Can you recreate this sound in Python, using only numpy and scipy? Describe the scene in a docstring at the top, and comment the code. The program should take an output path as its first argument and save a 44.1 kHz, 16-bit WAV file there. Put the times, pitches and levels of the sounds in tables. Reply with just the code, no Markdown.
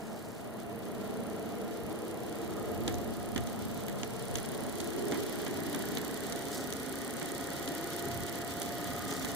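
"""Beside the track of a wooden shelf layout, a model steam locomotive creeps toward the listener.
Its wheels force the baseboard into a rumble and roll over the humps of its bending modes.
They hiss and scrape along the rails, and click and ring as they strike flaws.
The motor shaft ticks and knocks once a turn over the whir of the gears,
and a narrow resonance of the drive whines on and off."""
import sys
import numpy as np
from scipy import signal
from scipy.fft import rfft, irfft, next_fast_len
from scipy.io import wavfile

SR = 44100
rng = np.random.default_rng(int(sys.argv[2]) if len(sys.argv) > 2 else 0)


def put_to_file(sound):
    """Save the sound as 16-bit audio at rate SR, in the file named by the first command-line argument."""
    columns = np.atleast_2d(sound).T  # one column per channel
    safe = np.clip(columns, -1, 1)
    whole_steps = np.round(safe * 32767)
    wavfile.write(sys.argv[1], SR, whole_steps.astype(np.int16))


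N = 412335
TIME = np.arange(N) / SR
SPEED_M_PER_S = .14
NEAREST_M, ABREAST_M = 0.58, 1.114  # distance across to the track; travel to its nearest point
USUAL_ROLL_DB = -42
MESH_AT = .795  # share of a turn at which the gears are loudest
TICK_STROKE = dict(place=.192, rise_s=.0006, decay_s=.0015, scatter_db=.6)

# how hard the wheels shake the shelf (time [s], level [dB])
ROLL_FORCE = [(0.0, -39.5), (0.34, -44), (0.85, -40.5), (1.02, -36), (2.21, -39), (2.89, -36.5),
              (3.23, -42), (3.4, -41.5), (4.08, -40.5), (4.93, -38.5), (5.1, -36.5), (5.27, -36.5),
              (6.97, -46), (8.33, -41.5), (8.5, -45.5), (9.35, -40.5)]
# stereo width of the shelf's sound, narrowest near the listener (time [s], side over mid [dB])
SHELF_WIDTH = [(0, 0), (1.5, 0.5), (2.5, 1.5), (3, 2), (4.3, 4), (5.2, 2.5), (6.5, -2), (8, -3.5),
               (9.35, -3)]


def amp(db):
    """Amplitude ratio of a level in decibels."""
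    return np.exp(np.asarray(db, np.float32) * np.float32(np.log(10) / 20))


def unit(x):
    """Normalisation to rms 1."""
    return x / np.sqrt(np.mean(x ** 2) + 1e-20)


def curve(rows):
    """Linear interpolation of (time [s], value) rows at every sample."""
    return np.interp(TIME, *np.transpose(rows))


def noise():
    """Two uncorrelated white noises."""
    return rng.standard_normal((2, N), dtype=np.float32)


def drift(rate_hz):
    """Band-limited random fluctuation of rms 1."""
    knots = rng.standard_normal(20000)
    return unit(np.interp(TIME * rate_hz, np.arange(len(knots)), knots))


def colour(x, points):
    """Spectral shaping by (frequency [Hz], gain [dB]) points, falling 30 dB an octave beyond the ends."""
    hz, db = np.transpose(points)
    size = next_fast_len(x.shape[-1] + 2048, True)
    octave, knots = np.log2(np.fft.rfftfreq(size, 1 / SR) + 1), np.log2(hz)
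    gain_db = np.interp(octave, np.r_[knots[0] - 4, knots, knots[-1] + 4],
                        np.r_[db[0] - 120, db, db[-1] - 120])
    return irfft(rfft(x.astype(np.float32), size) * amp(gain_db), size)[..., :x.shape[-1]]


def dips(x, rows):
    """Band rejection by bell-shaped notches."""
    hz = np.fft.rfftfreq(1024, 1 / SR)
    db = sum(depth_db * np.exp(-((hz - centre) / width) ** 2) for centre, width, depth_db in rows)
    return signal.oaconvolve(x, np.fft.fftshift(irfft(amp(db)))[1:], "same")


def spread(pair, side_db, right_db=0):
    """Mid-side stereo: the sum and difference of two signals give left and right."""
    side = pair[1] * amp(side_db)
    return np.array([(pair[0] + side) * amp(-right_db / 2), (pair[0] - side) * amp(right_db / 2)])


def ring(hz, width_hz, step=64):
    """A randomly driven resonance: a tone whose amplitude and phase wander (two uncorrelated copies)."""
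    phase = (2 * np.pi * (np.cumsum(hz * np.ones(N)) / SR % 1)).astype(np.float32)
    pole = np.exp(-np.pi * width_hz * step / SR)
    slow = unit(signal.lfilter([1], [1, -2 * pole, pole * pole], rng.standard_normal((4, N // step + 2))))
    sway = np.array([np.interp(TIME * SR / step, np.arange(len(row)), row) for row in slow], np.float32)
    return sway[::2] * np.cos(phase) + sway[1::2] * np.sin(phase)


def ping(age, hz, decay_s):
    """Damped free vibration of a struck part."""
    age = np.maximum(age, 0)
    return np.sin(2 * np.pi * hz * age) * np.exp(-age / decay_s)


def approach_gain(near_db, doubling_db, roll_share):
    """Distance law: level falls with each doubling of range; it also follows part of the rolling force."""
    doublings = np.log2(np.hypot(1, (SPEED_M_PER_S * TIME - ABREAST_M) / NEAREST_M))
    return amp(near_db - doubling_db * doublings + roll_share * (curve(ROLL_FORCE) - USUAL_ROLL_DB))


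def stroke(turns, place, rise_s, decay_s, scatter_db):
    """Periodic impact at `place` (0-1) in each turn: the seconds since the last blow, and its envelope."""
    count = np.floor(turns - place)
    age = TIME - np.interp(count + place, turns, TIME, left=-1)
    strength = amp(scatter_db * rng.standard_normal(400))[count.astype(int) + 2]
    return age, strength * np.tanh((age / rise_s) ** 2) * np.exp(-age / decay_s)


def contact(age, envelope, spectrum, alike=.55, change_per_s=2.5, size=512):
    """Contact noise: the same spots touch each turn, so part of the grain repeats, changing slowly."""
    passed = TIME * change_per_s
    patterns = rng.standard_normal((2, int(passed[-1]) + 2, size), dtype=np.float32)
    row, blend = passed.astype(int), np.pi / 2 * (passed % 1)
    at = np.round(age * SR).astype(int) % size
    grain = np.cos(blend) * patterns[:, row, at] + np.sin(blend) * patterns[:, row + 1, at]
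    friction = np.sqrt(alike) * grain + np.sqrt(1 - alike) * noise()
    return unit(colour(friction * envelope, spectrum))


def room(air_db=-65.0):
    """Noise floor: a faint steady hiss."""
    # spectrum of the hiss (frequency [Hz], gain [dB])
    air_spectrum = [(800, -15), (1400, 15), (2200, -17), (4000, 10), (7000, -20), (9500, 13), (11000, 1),
                    (13000, 10), (15500, -1)]
    return spread(unit(colour(noise(), air_spectrum)) * amp(air_db), side_db=-4, right_db=0.5)


def flange_scrapes(rough_db=3, attack_s=0.0077, release_s=0.092):
    """Sliding friction: a wheel flange rubs the rail for a moment."""
    # flange contacts (time [s], length [s], level [dB])
    rubs = [(0, 0.38, -60.5), (4.1, 0.26, -72), (4.788, 0.071, -57), (5.1, 0.059, -58),
            (6.51, 0.078, -46.5), (9.08, 0.034, -46.5), (9.142, 0.14, -53.5)]
    # friction spectrum (frequency [Hz], gain [dB])
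    rub_spectrum = [(2000, -15), (3500, 3), (5000, 8.5), (6300, 5.5), (8000, 6), (10000, 0), (13000, -4),
                    (15500, -3)]
    level = sum(amp(db) * np.clip(np.minimum((TIME - s) / attack_s, 1 + (s + length - TIME) / release_s),
                                  0, 1) for s, length, db in rubs)
    rub = unit(colour(noise() * amp(rough_db * drift(300)), rub_spectrum))
    return spread(rub * level, side_db=-32)


def rail_hiss(flicker_db=1.82, grit_db=-10, grit_per_s=170, grit_size_db=2.6, crush_s=0.0042):
    """Rolling noise: metal wheels hiss on the rails and crush specks of grit."""
    # spectrum of hiss and grit (frequency [Hz], gain [dB])
    hiss_spectrum = [(1200, -2), (2300, 2.5), (3300, 6.5), (4000, 6), (5000, 2), (6500, 1), (8000, -1),
                     (10000, -4.5), (11500, -6), (13000, -6.5), (14700, -2.5), (15500, -9)]
    hiss = unit(colour(noise(), hiss_spectrum)) * amp(flicker_db * drift(60))
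    specks = (rng.random(N) < grit_per_s / SR) * amp(grit_size_db * np.minimum(rng.exponential(1, N), 3.5))
    crunch = signal.lfilter([1], [1, -np.exp(-1 / (crush_s * SR))], specks)
    grit = unit(colour(noise() * crunch, hiss_spectrum)) * amp(grit_db)
    gain = approach_gain(near_db=-49, doubling_db=12.46, roll_share=0.37)
    return spread((hiss + grit) * gain, side_db=-0.5, right_db=0.5)


def motor_hum(turns, waver_db=3, hum_db=-7):
    """Harmonics of rotation: motor and gear teeth give weak tones locked to the shaft."""
    # partials (multiple of the shaft speed [1], relative level [dB])
    harmonics = [(3, -20), (7, -10), (10, -15.5), (13, -14.5), (21, -12)]
    tones = sum(amp(db + waver_db * drift(5)) * np.sin(2 * np.pi * (round(k) * turns + rng.random()))
                for k, db in harmonics)
    return np.sqrt(2) * tones * amp(curve(ROLL_FORCE) + hum_db)


def drive_whine(wander_hz=1.75, far_flutter_db=3.5, whine_db=-1.0, echo_db=-51):
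    """A lightly damped resonance sings on and off, steadier as it nears; its wall echo is fuzzier."""
    # resonance of the drive (time [s], frequency [Hz], level [dB])
    whine_path = [(0, 702, -69), (.45, 687, -55), (1.3, 697, -58), (1.7, 696, -53), (2.0, 705, -67),
                  (2.4, 700, -51), (2.55, 699, -58), (2.849, 699, -51), (3.06, 698, -65), (3.22, 704, -51),
                  (3.55, 690, -51.5), (3.65, 696, -65), (3.76, 691, -51.5), (3.95, 694, -53),
                  (4.08, 690, -60), (4.301, 702, -50), (4.6, 692.7, -63), (5.1, 699, -55), (5.55, 690, -63),
                  (6.15, 692, -55), (6.36, 690.7, -49), (6.65, 705, -51.5), (6.82, 695, -58),
                  (7.0, 689, -52.5), (7.45, 695.6, -48.5), (7.8, 693, -49), (8.05, 692.4, -43.5),
                  (8.35, 695.5, -45.5), (8.65, 697, -44.5), (8.98, 701, -45.5), (9.18, 697, -54),
                  (9.35, 694, -44)]
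    s, hz, db = np.transpose(whine_path)
    pitch_hz = np.interp(TIME, s, hz)
    phase = 2 * np.pi * np.cumsum(pitch_hz + wander_hz * drift(22)) / SR
    flutter_db = np.interp(SPEED_M_PER_S * TIME, [0, ABREAST_M], [far_flutter_db, 0])
    tone = np.sqrt(2) * np.sin(phase) * amp(np.interp(TIME, s, db) + whine_db + flutter_db * drift(14))
    return spread([tone, ring(pitch_hz, width_hz=17)[0] * amp(echo_db)], side_db=-3)


def housing_warble(turns, pitch_hz=1250, wander_hz=17, flutter_db=2, throb_depth=.9, level_db=-3):
    """Modulated resonance: the gear housing's sharpest ring wavers and swells just after each knock."""
    # strength of the ring (time [s], level [dB])
    ring_level = [(0, -62), (.25, -64.5), (2.05, -58.5), (2.24, -65), (2.6, -55), (3.05, -58), (3.35, -56),
                  (3.8, -60), (4.8, -64), (5.15, -59), (6.2, -57), (8.6, -55.5), (8.84, -52.5), (9.02, -48),
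                  (9.1, -47), (9.15, -47), (9.25, -51), (9.35, -56)]
    phase = 2 * np.pi * np.cumsum(pitch_hz + wander_hz * drift(50)) / SR
    tone = np.sqrt(2) * np.sin(phase) * amp(flutter_db * drift(30))
    throb = 1 + throb_depth * np.cos(2 * np.pi * (turns - MESH_AT))
    return np.array([tone, ring(pitch_hz, width_hz=60)[0]]) * throb * amp(curve(ring_level) + level_db)


def tooth_noise(turns, alike=0.12, size=1344):
    """Cyclic roughness: noise that is partly the same pattern of teeth coming round every turn."""
    patterns = rng.standard_normal((2, size))
    teeth = np.array([np.interp(turns % 1 * size, np.arange(size), row) for row in patterns], np.float32)
    return np.sqrt(alike) * unit(teeth) + np.sqrt(1 - alike) * noise()


def gears(turns, whir_db=-0.4, mesh_depth=0.11, knock_db=-6, far_knock=0.35):
    """Meshing and backlash: the teeth whir, knock as their slack is taken up, and ring the housing."""
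    # spectrum of the meshing teeth (frequency [Hz], gain [dB])
    whir_spectrum = [(500, -51), (800, 16), (950, 8), (1150, 11.5), (1260, 0.5), (1370, 13.5), (1470, 5),
                     (1650, 7.5), (1900, 1), (2200, -1), (2800, 3), (5000, -56)]
    # spectrum of the backlash knock (frequency [Hz], gain [dB])
    knock_spectrum = [(400, -3), (900, -32), (1250, -21.5), (1600, -8), (1950, -16), (2600, -54),
                      (6000, -46)]
    # broader housing resonances (frequency [Hz], bandwidth [Hz], relative level [dB])
    housing_modes = [(1462, 38, -8), (1885, 290, -3), (2323, 1100, -15.5)]
    mesh = 1 + mesh_depth * np.cos(2 * np.pi * (turns - MESH_AT))
    whir = unit(colour(tooth_noise(turns) * mesh, whir_spectrum)) * amp(whir_db)
    rings = sum(ring(hz, width_hz) * amp(db) for hz, width_hz, db in housing_modes)
    blow = stroke(turns, place=.655, rise_s=.0008, decay_s=.0028, scatter_db=2)
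    knock = amp(knock_db) * contact(*blow, knock_spectrum)
    nearness = np.interp(TIME, [4, 7], [far_knock, 1])  # knock and rings are only distinct close by
    gain = approach_gain(near_db=-50, doubling_db=3.9, roll_share=0.33)
    gearbox = (whir + nearness * (knock + rings)) * gain + housing_warble(turns)
    return spread(gearbox, side_db=2.5, right_db=1.5)


def shelf_reflection(x, far_s=0.000395, near_s=0.000928, wobble_s=.00003, echo_db=-9):
    """Comb filtering: an echo off the shelf lags more as the engine nears, so the colour shifts."""
    lag = np.interp(SPEED_M_PER_S * TIME, [0, ABREAST_M], [far_s, near_s]) + wobble_s * drift(2.2)
    return x + amp(echo_db) * np.array([np.interp(TIME - lag, TIME, row) for row in x])


def tick_rings(turns, ring_db=-4.0, damping_s=.0009):
    """Impulse response: every tick rings the same small metal parts, whose two tones shift over time."""
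    # lower resonance (time [s], frequency [Hz], relative level [dB])
    lower_ring = [(0, 10100, -16), (1.1, 9200, -0.5), (1.6, 9650, -7), (2.1, 9200, 1), (2.7, 9695, -15),
                  (3.3, 9150, -1), (3.7, 9280, -11), (4.45, 9300, 1.5), (5.3, 9350, -7), (6.1, 9250, -7.5),
                  (7.2, 8997, -5.5), (8.3, 9400, -11), (9.35, 9246, -18)]
    # upper resonance (time [s], frequency [Hz], relative level [dB])
    upper_ring = [(0, 13700, -8), (.7, 13000, -2), (1.6, 12200, -1), (1.9, 12700, -8), (2.2, 13400, -4),
                  (3.85, 13350, -3), (3.98, 12100, -24), (4.1, 11000, -6), (5.1, 10800, -8),
                  (5.5, 11900, -9), (5.95, 12100, -5), (7.4, 12490, -13), (8.1, 13360, -5),
                  (9.35, 13900, -9)]
    age, envelope = stroke(turns, **TICK_STROKE)
    out = 0
    for path in (lower_ring, upper_ring):
        s, hz, db = np.transpose(path)
        phase = 2 * np.pi * np.interp(TIME, s, hz) * age
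        tone = np.array([np.sin(phase), np.cos(phase)]) * envelope * np.exp(-age / damping_s)
        out = out + unit(tone) * amp(ring_db + np.interp(TIME, s, db))
    return out


def shaft_ticks(turns, tick_db=-2, touch_db=-11):
    """Periodic contact: the shaft ticks once a turn, with a weaker touch just before."""
    # spectrum of the tick (frequency [Hz], gain [dB])
    tick_spectrum = [(1500, -39), (4000, -2.5), (6500, 1), (7900, -1.5), (8500, 4), (9200, 9.5), (10200, 2),
                     (11400, -3.5), (12300, 6), (13500, 1), (14500, 2), (15500, -9)]
    # spectrum of the weaker touch (frequency [Hz], gain [dB])
    touch_spectrum = [(2000, -36), (6000, -1), (7000, 8), (7800, 14), (9000, 10), (11000, 0), (14000, 10),
                      (15500, -2)]
    tick = amp(tick_db) * contact(*stroke(turns, **TICK_STROKE), tick_spectrum)
    light_blow = stroke(turns, place=.9, rise_s=.0007, decay_s=.0014, scatter_db=1.8)
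    touch = amp(touch_db) * contact(*light_blow, touch_spectrum)
    ticks = shelf_reflection(tick + touch) + tick_rings(turns)
    gain = approach_gain(near_db=-51, doubling_db=13.6, roll_share=0.14)
    return spread(ticks * gain, side_db=-3.0, right_db=9.0)


def wheel_clicks(click_db=-5.0, crack_db=12.3, crack_at_s=0.001512, echo_s=0.000574, bright_db=14,
                 rise_s=0.00069, decay_s=0.0027, tail_db=-26, tail_s=0.087, thump_s=0.018):
    """Impact excitation: a wheel drops over a flaw, rattles, rings with the chassis and thumps the shelf."""
    # rail flaws, levels relative (time [s], level [dB], treble [dB], crack [dB], thump [dB],
    # chassis ring [Hz], its level [dB], wheel ring [Hz], its level [dB])
    flaws = [(2.8776, -22, -12, -1, -6.5, 3770, -4, 10000, -18),
             (2.9413, -37, -1, 0, -15, 3500, -9, 6550, -1), (3.3603, -29, -9, -10, 2, 3350, 3, 7900, -11),
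             (3.3776, -30, -9, 1, -9, 3000, 2, 13700, -12), (3.4707, -36, -7, -1, -9, 3500, -8, 6500, -5),
             (3.8819, -34.5, -8, -13, -0.5, 2914, 1, 12300, 1),
             (4.0317, -27, -15, -11, -10, 2850, 2, 6900, -12),
             (4.3542, -24.5, -8, -15, -8.5, 3170, -2, 6560, -0.5),
             (4.3835, -35, -3, -3, -4, 3200, -10, 6410, -1),
             (4.802, -27.5, -8, -4, -15, 3300, -5, 7500, -14),
             (5.1205, -31, -7, -7, 3, 3373, -17, 6600, -6),
             (5.1438, -36, -22, -3, 4.5, 3200, -10, 6600, -14),
             (5.4647, -32.5, -14, -4, 2.5, 3000, -4, 7400, -9),
             (5.7463, -29, -2, -6, -4, 3200, -4, 10030, -6),
             (5.9711, -24.5, -13, -1, -6.5, 3100, -7, 12240, -19),
             (6.3229, -27, -9, -1, -9, 3390, -18, 7580, -14),
             (6.7245, -30.5, -6, 3, -8, 3900, -7, 6490, -12),
             (7.2141, -34, -13, -4, 4, 3400, -11, 7520, -14),
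             (7.6759, -30, -14, -3, -7, 3305, -3, 10260, -8),
             (8.6171, -28, 1, -5, -10, 3600, -7, 7700, -11),
             (9.1111, -33, -16, -1, -2, 3396, -7, 6520, -12),
             (9.124, -31, -9, -3, -6, 3380, -12, 6500, -12),
             (9.2466, -29, -5, -2, -4.5, 3400, -13, 7500, -12)]
    # spectrum of the rattle before its treble tilt (frequency [Hz], gain [dB])
    rattle_spectrum = [(70, 9), (170, -2), (320, -17), (600, -10.5), (1200, -15), (1800, -28), (2500, -9.5),
                       (3700, 4.5), (5000, -3.5), (6400, -2.5), (8500, -10), (11000, -15), (15500, -23)]
    # spectrum of the struck wood (frequency [Hz], gain [dB])
    thump_spectrum = [(120, -5), (280, 17), (550, 1), (1000, 0), (1400, -1.5), (1800, 2.5), (2400, -4.5),
                      (3500, -10)]
    out, t = np.zeros((2, N)), np.arange(6000) / SR
    landed = t - crack_at_s - np.array([[0], [echo_s]])  # the tread lands; the wall answers from the side
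    attack = 1 - np.exp(-t / rise_s)
    rattle_shape = attack * (np.exp(-t / decay_s) + amp(tail_db) * np.exp(-t / tail_s))
    thump_shape = attack * np.exp(-t / thump_s)
    for s, db, treble_db, tread_db, shelf_db, chassis_hz, chassis_db, wheel_hz, wheel_db in flaws:
        crack = amp(crack_db + tread_db) * np.sinc(landed * SR)
        tilted = [(hz, level + (treble_db + bright_db) * np.clip((hz - 5000) / 5000, 0, 1))
                  for hz, level in rattle_spectrum]
        rattle = colour(rng.standard_normal((2, len(t))) * rattle_shape + crack, tilted)
        chassis = amp(chassis_db) * ping(landed, chassis_hz, decay_s=0.00065)
        wheel = amp(wheel_db) * ping(landed, wheel_hz, decay_s=0.0012)
        thump = amp(shelf_db) * colour(rng.standard_normal((2, len(t))) * thump_shape, thump_spectrum)
        part = out[:, round(s * SR):][:, :len(t)]
        part += 2 * amp(db + click_db) * (rattle + chassis + wheel + thump)[:, :part.shape[1]]
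    return spread(out, side_db=0.5, right_db=3.0)


def shelf_rumble(rumble_db=-47, roll_share=0.16, uneven_db=1.46):
    """Forced vibration: the rolling wheels shake the wooden baseboard over a broad band."""
    # response of the board (frequency [Hz], gain [dB])
    board_spectrum = [(100, -5), (150, -0.5), (200, 7), (300, 2.5), (460, 0), (620, 4), (780, 1.5),
                      (860, -8.5), (1000, -2), (1300, -31)]
    swing_db = roll_share * (curve(ROLL_FORCE) - USUAL_ROLL_DB)
    rumble = unit(colour(noise(), board_spectrum)) * amp(rumble_db + swing_db + uneven_db * drift(25))
    return spread(rumble, curve(SHELF_WIDTH) - 1)


def shelf_boom(midway_db=-58.0, rise_db_per_s=0.92):
    """A moving load: the shelf's deep boom grows as the engine nears and swells at loose spots."""
    # crossings of loose spots (time [s], length [s], level [dB])
    loose_spots = [(1.854, 0.075, -54), (2.92, 0.14, -47), (3.397, 0.09, -44), (3.683, 0.13, -60),
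                   (4.365, 0.07, -51), (5.152, 0.6, -76), (6.745, 0.12, -59), (8.169, 0.14, -49),
                   (8.921, 0.072, -53), (9.264, 0.12, -62)]
    # bass response of the shelf (frequency [Hz], gain [dB])
    boom_spectrum = [(20, -26), (40, -7.5), (60, -4.5), (80, -1), (96, 6.5), (110, -16), (122, 6), (140, 1),
                     (200, -43)]
    swells = sum(amp(db) * np.exp(-(2 * (TIME - s) / length) ** 2) for s, length, db in loose_spots)
    growth = amp(midway_db + rise_db_per_s * (TIME - TIME.mean()))
    boom = unit(colour(noise(), boom_spectrum)) * (growth + swells)
    return spread(boom, curve(SHELF_WIDTH) + 2, right_db=-0.5)


def shelf_mode(path, width_hz, level_db, side_db, detune=.015, detune_rate_hz=5):
    """Mass loading: one randomly driven mode of the shelf is detuned by the rolling weight."""
    s, hz, db = np.transpose(path)
    shaken = ring(np.interp(TIME, s, hz) * (1 + detune * drift(detune_rate_hz)), width_hz)
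    return spread(shaken * amp(level_db + np.interp(TIME, s, db)), curve(SHELF_WIDTH) + side_db)


def bending_modes():
    """Standing waves: five modes of the shelf shift, swell and fade as the wheels roll along their shapes."""
    # bending modes, lowest first (time [s], frequency [Hz], level [dB])
    deep = [(0, 120, -62), (0.85, 132, -54.5), (1.5, 125, -64), (2.4, 106.4, -56), (2.9, 98.74, -46),
            (3.4, 107, -55.5), (4, 126, -51), (4.45, 135.5, -54.5), (5, 158.3, -57), (5.7, 163.8, -49),
            (6.4, 156.6, -56), (9.35, 178.3, -48)]
    low = [(0, 212, -54), (0.6, 222.8, -53), (1, 218, -44), (1.5, 222, -47.5), (2.2, 222.7, -54),
           (2.85, 223.7, -42.5), (3.2, 224.8, -47), (3.7, 231.4, -47), (4.2, 199.9, -55),
           (4.7, 234.7, -47.5), (5.3, 278.9, -48), (5.75, 272.7, -44), (6.5, 264.6, -45.5),
           (7.6, 278.8, -48), (8.3, 279.2, -50), (9.35, 259.7, -43.5)]
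    middle = [(0, 323, -56), (1, 327, -52), (2.1, 337, -45.5), (2.9, 333, -46), (3.6, 334, -57),
              (4.5, 335, -56), (5.1, 339, -39.5), (5.6, 353, -54), (6.8, 345, -53.5), (8, 347, -45.5),
              (9.35, 352, -58.5)]
    high = [(0, 440, -54.5), (0.7, 433, -50.5), (1.1, 449, -46), (2.3, 456, -46.5), (2.85, 420, -45.5),
            (3.6, 424, -51), (4.3, 437, -47.5), (4.7, 408, -50.5), (5.1, 428, -39.5), (5.6, 402, -44),
            (6.2, 419, -44.5), (7.3, 406, -49), (9.35, 434, -50)]
    top = [(0, 615, -68), (1, 619, -52), (2.1, 603.3, -56), (2.75, 614, -47), (3.4, 585, -56),
           (4.1, 595, -54.5), (5.1, 602, -51), (5.8, 596, -55), (6.7, 536.5, -52), (7.6, 529.4, -50),
           (9.35, 544.7, -56)]
    return (shelf_mode(deep, width_hz=53, level_db=-2.2, side_db=2.3)
            + shelf_mode(low, width_hz=72, level_db=0.075, side_db=1.1)
            + shelf_mode(middle, width_hz=59, level_db=-0.74, side_db=-1.5)
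            + shelf_mode(high, width_hz=87, level_db=-0.029, side_db=-4)
            + shelf_mode(top, width_hz=118, level_db=-0.29, side_db=-1))


def scene():
    """Superposition of the shelf, the drive, the wheels and the room."""
    # motor speed (time [s], rate [turns/s])
    shaft_speed = [(0.0, 32.16), (1.21, 31.28), (2.95, 33.86), (3.06, 32.15), (3.36, 33.99), (3.53, 32.2),
                   (4.29, 34.14), (5.08, 33.29), (5.87, 31.52), (5.97, 30.71), (6.23, 32.43), (6.8, 31.51),
                   (7.13, 33.46), (7.56, 32.18), (8.13, 33.28), (8.75, 32.57), (9.14, 34.98), (9.35, 31.35)]
    turns = np.cumsum(curve(shaft_speed)) / SR
    shelf = shelf_rumble() + shelf_boom() + bending_modes()
    drive = shaft_ticks(turns) + gears(turns) + motor_hum(turns) + drive_whine()
    wheels = rail_hiss() + flange_scrapes() + wheel_clicks()
    return shelf + drive + wheels + room()


def record(dry, edge_hz=15700):
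    """Narrow notches hollow out a few bands of the stereo sum and difference; a low-pass limits the treble."""
    # notches in the stereo sum (frequency [Hz], width [Hz], gain [dB])
    sum_dips = [(2631, 235, -12.5), (5260, 230, -3)]
    # notches in the stereo difference (frequency [Hz], width [Hz], gain [dB])
    difference_dips = [(714, 300, -1), (1306, 520, -18), (3920, 250, -11)]
    mid = dips((dry[0] + dry[1]) / 2, sum_dips)
    side = dips((dry[0] - dry[1]) / 2, difference_dips)
    low_pass = signal.firwin(301, edge_hz, window=("kaiser", 9), fs=SR)
    return signal.oaconvolve(np.array([mid + side, mid - side]), low_pass[None], "same", axes=1)


dry = scene()
out = record(dry)
put_to_file(out)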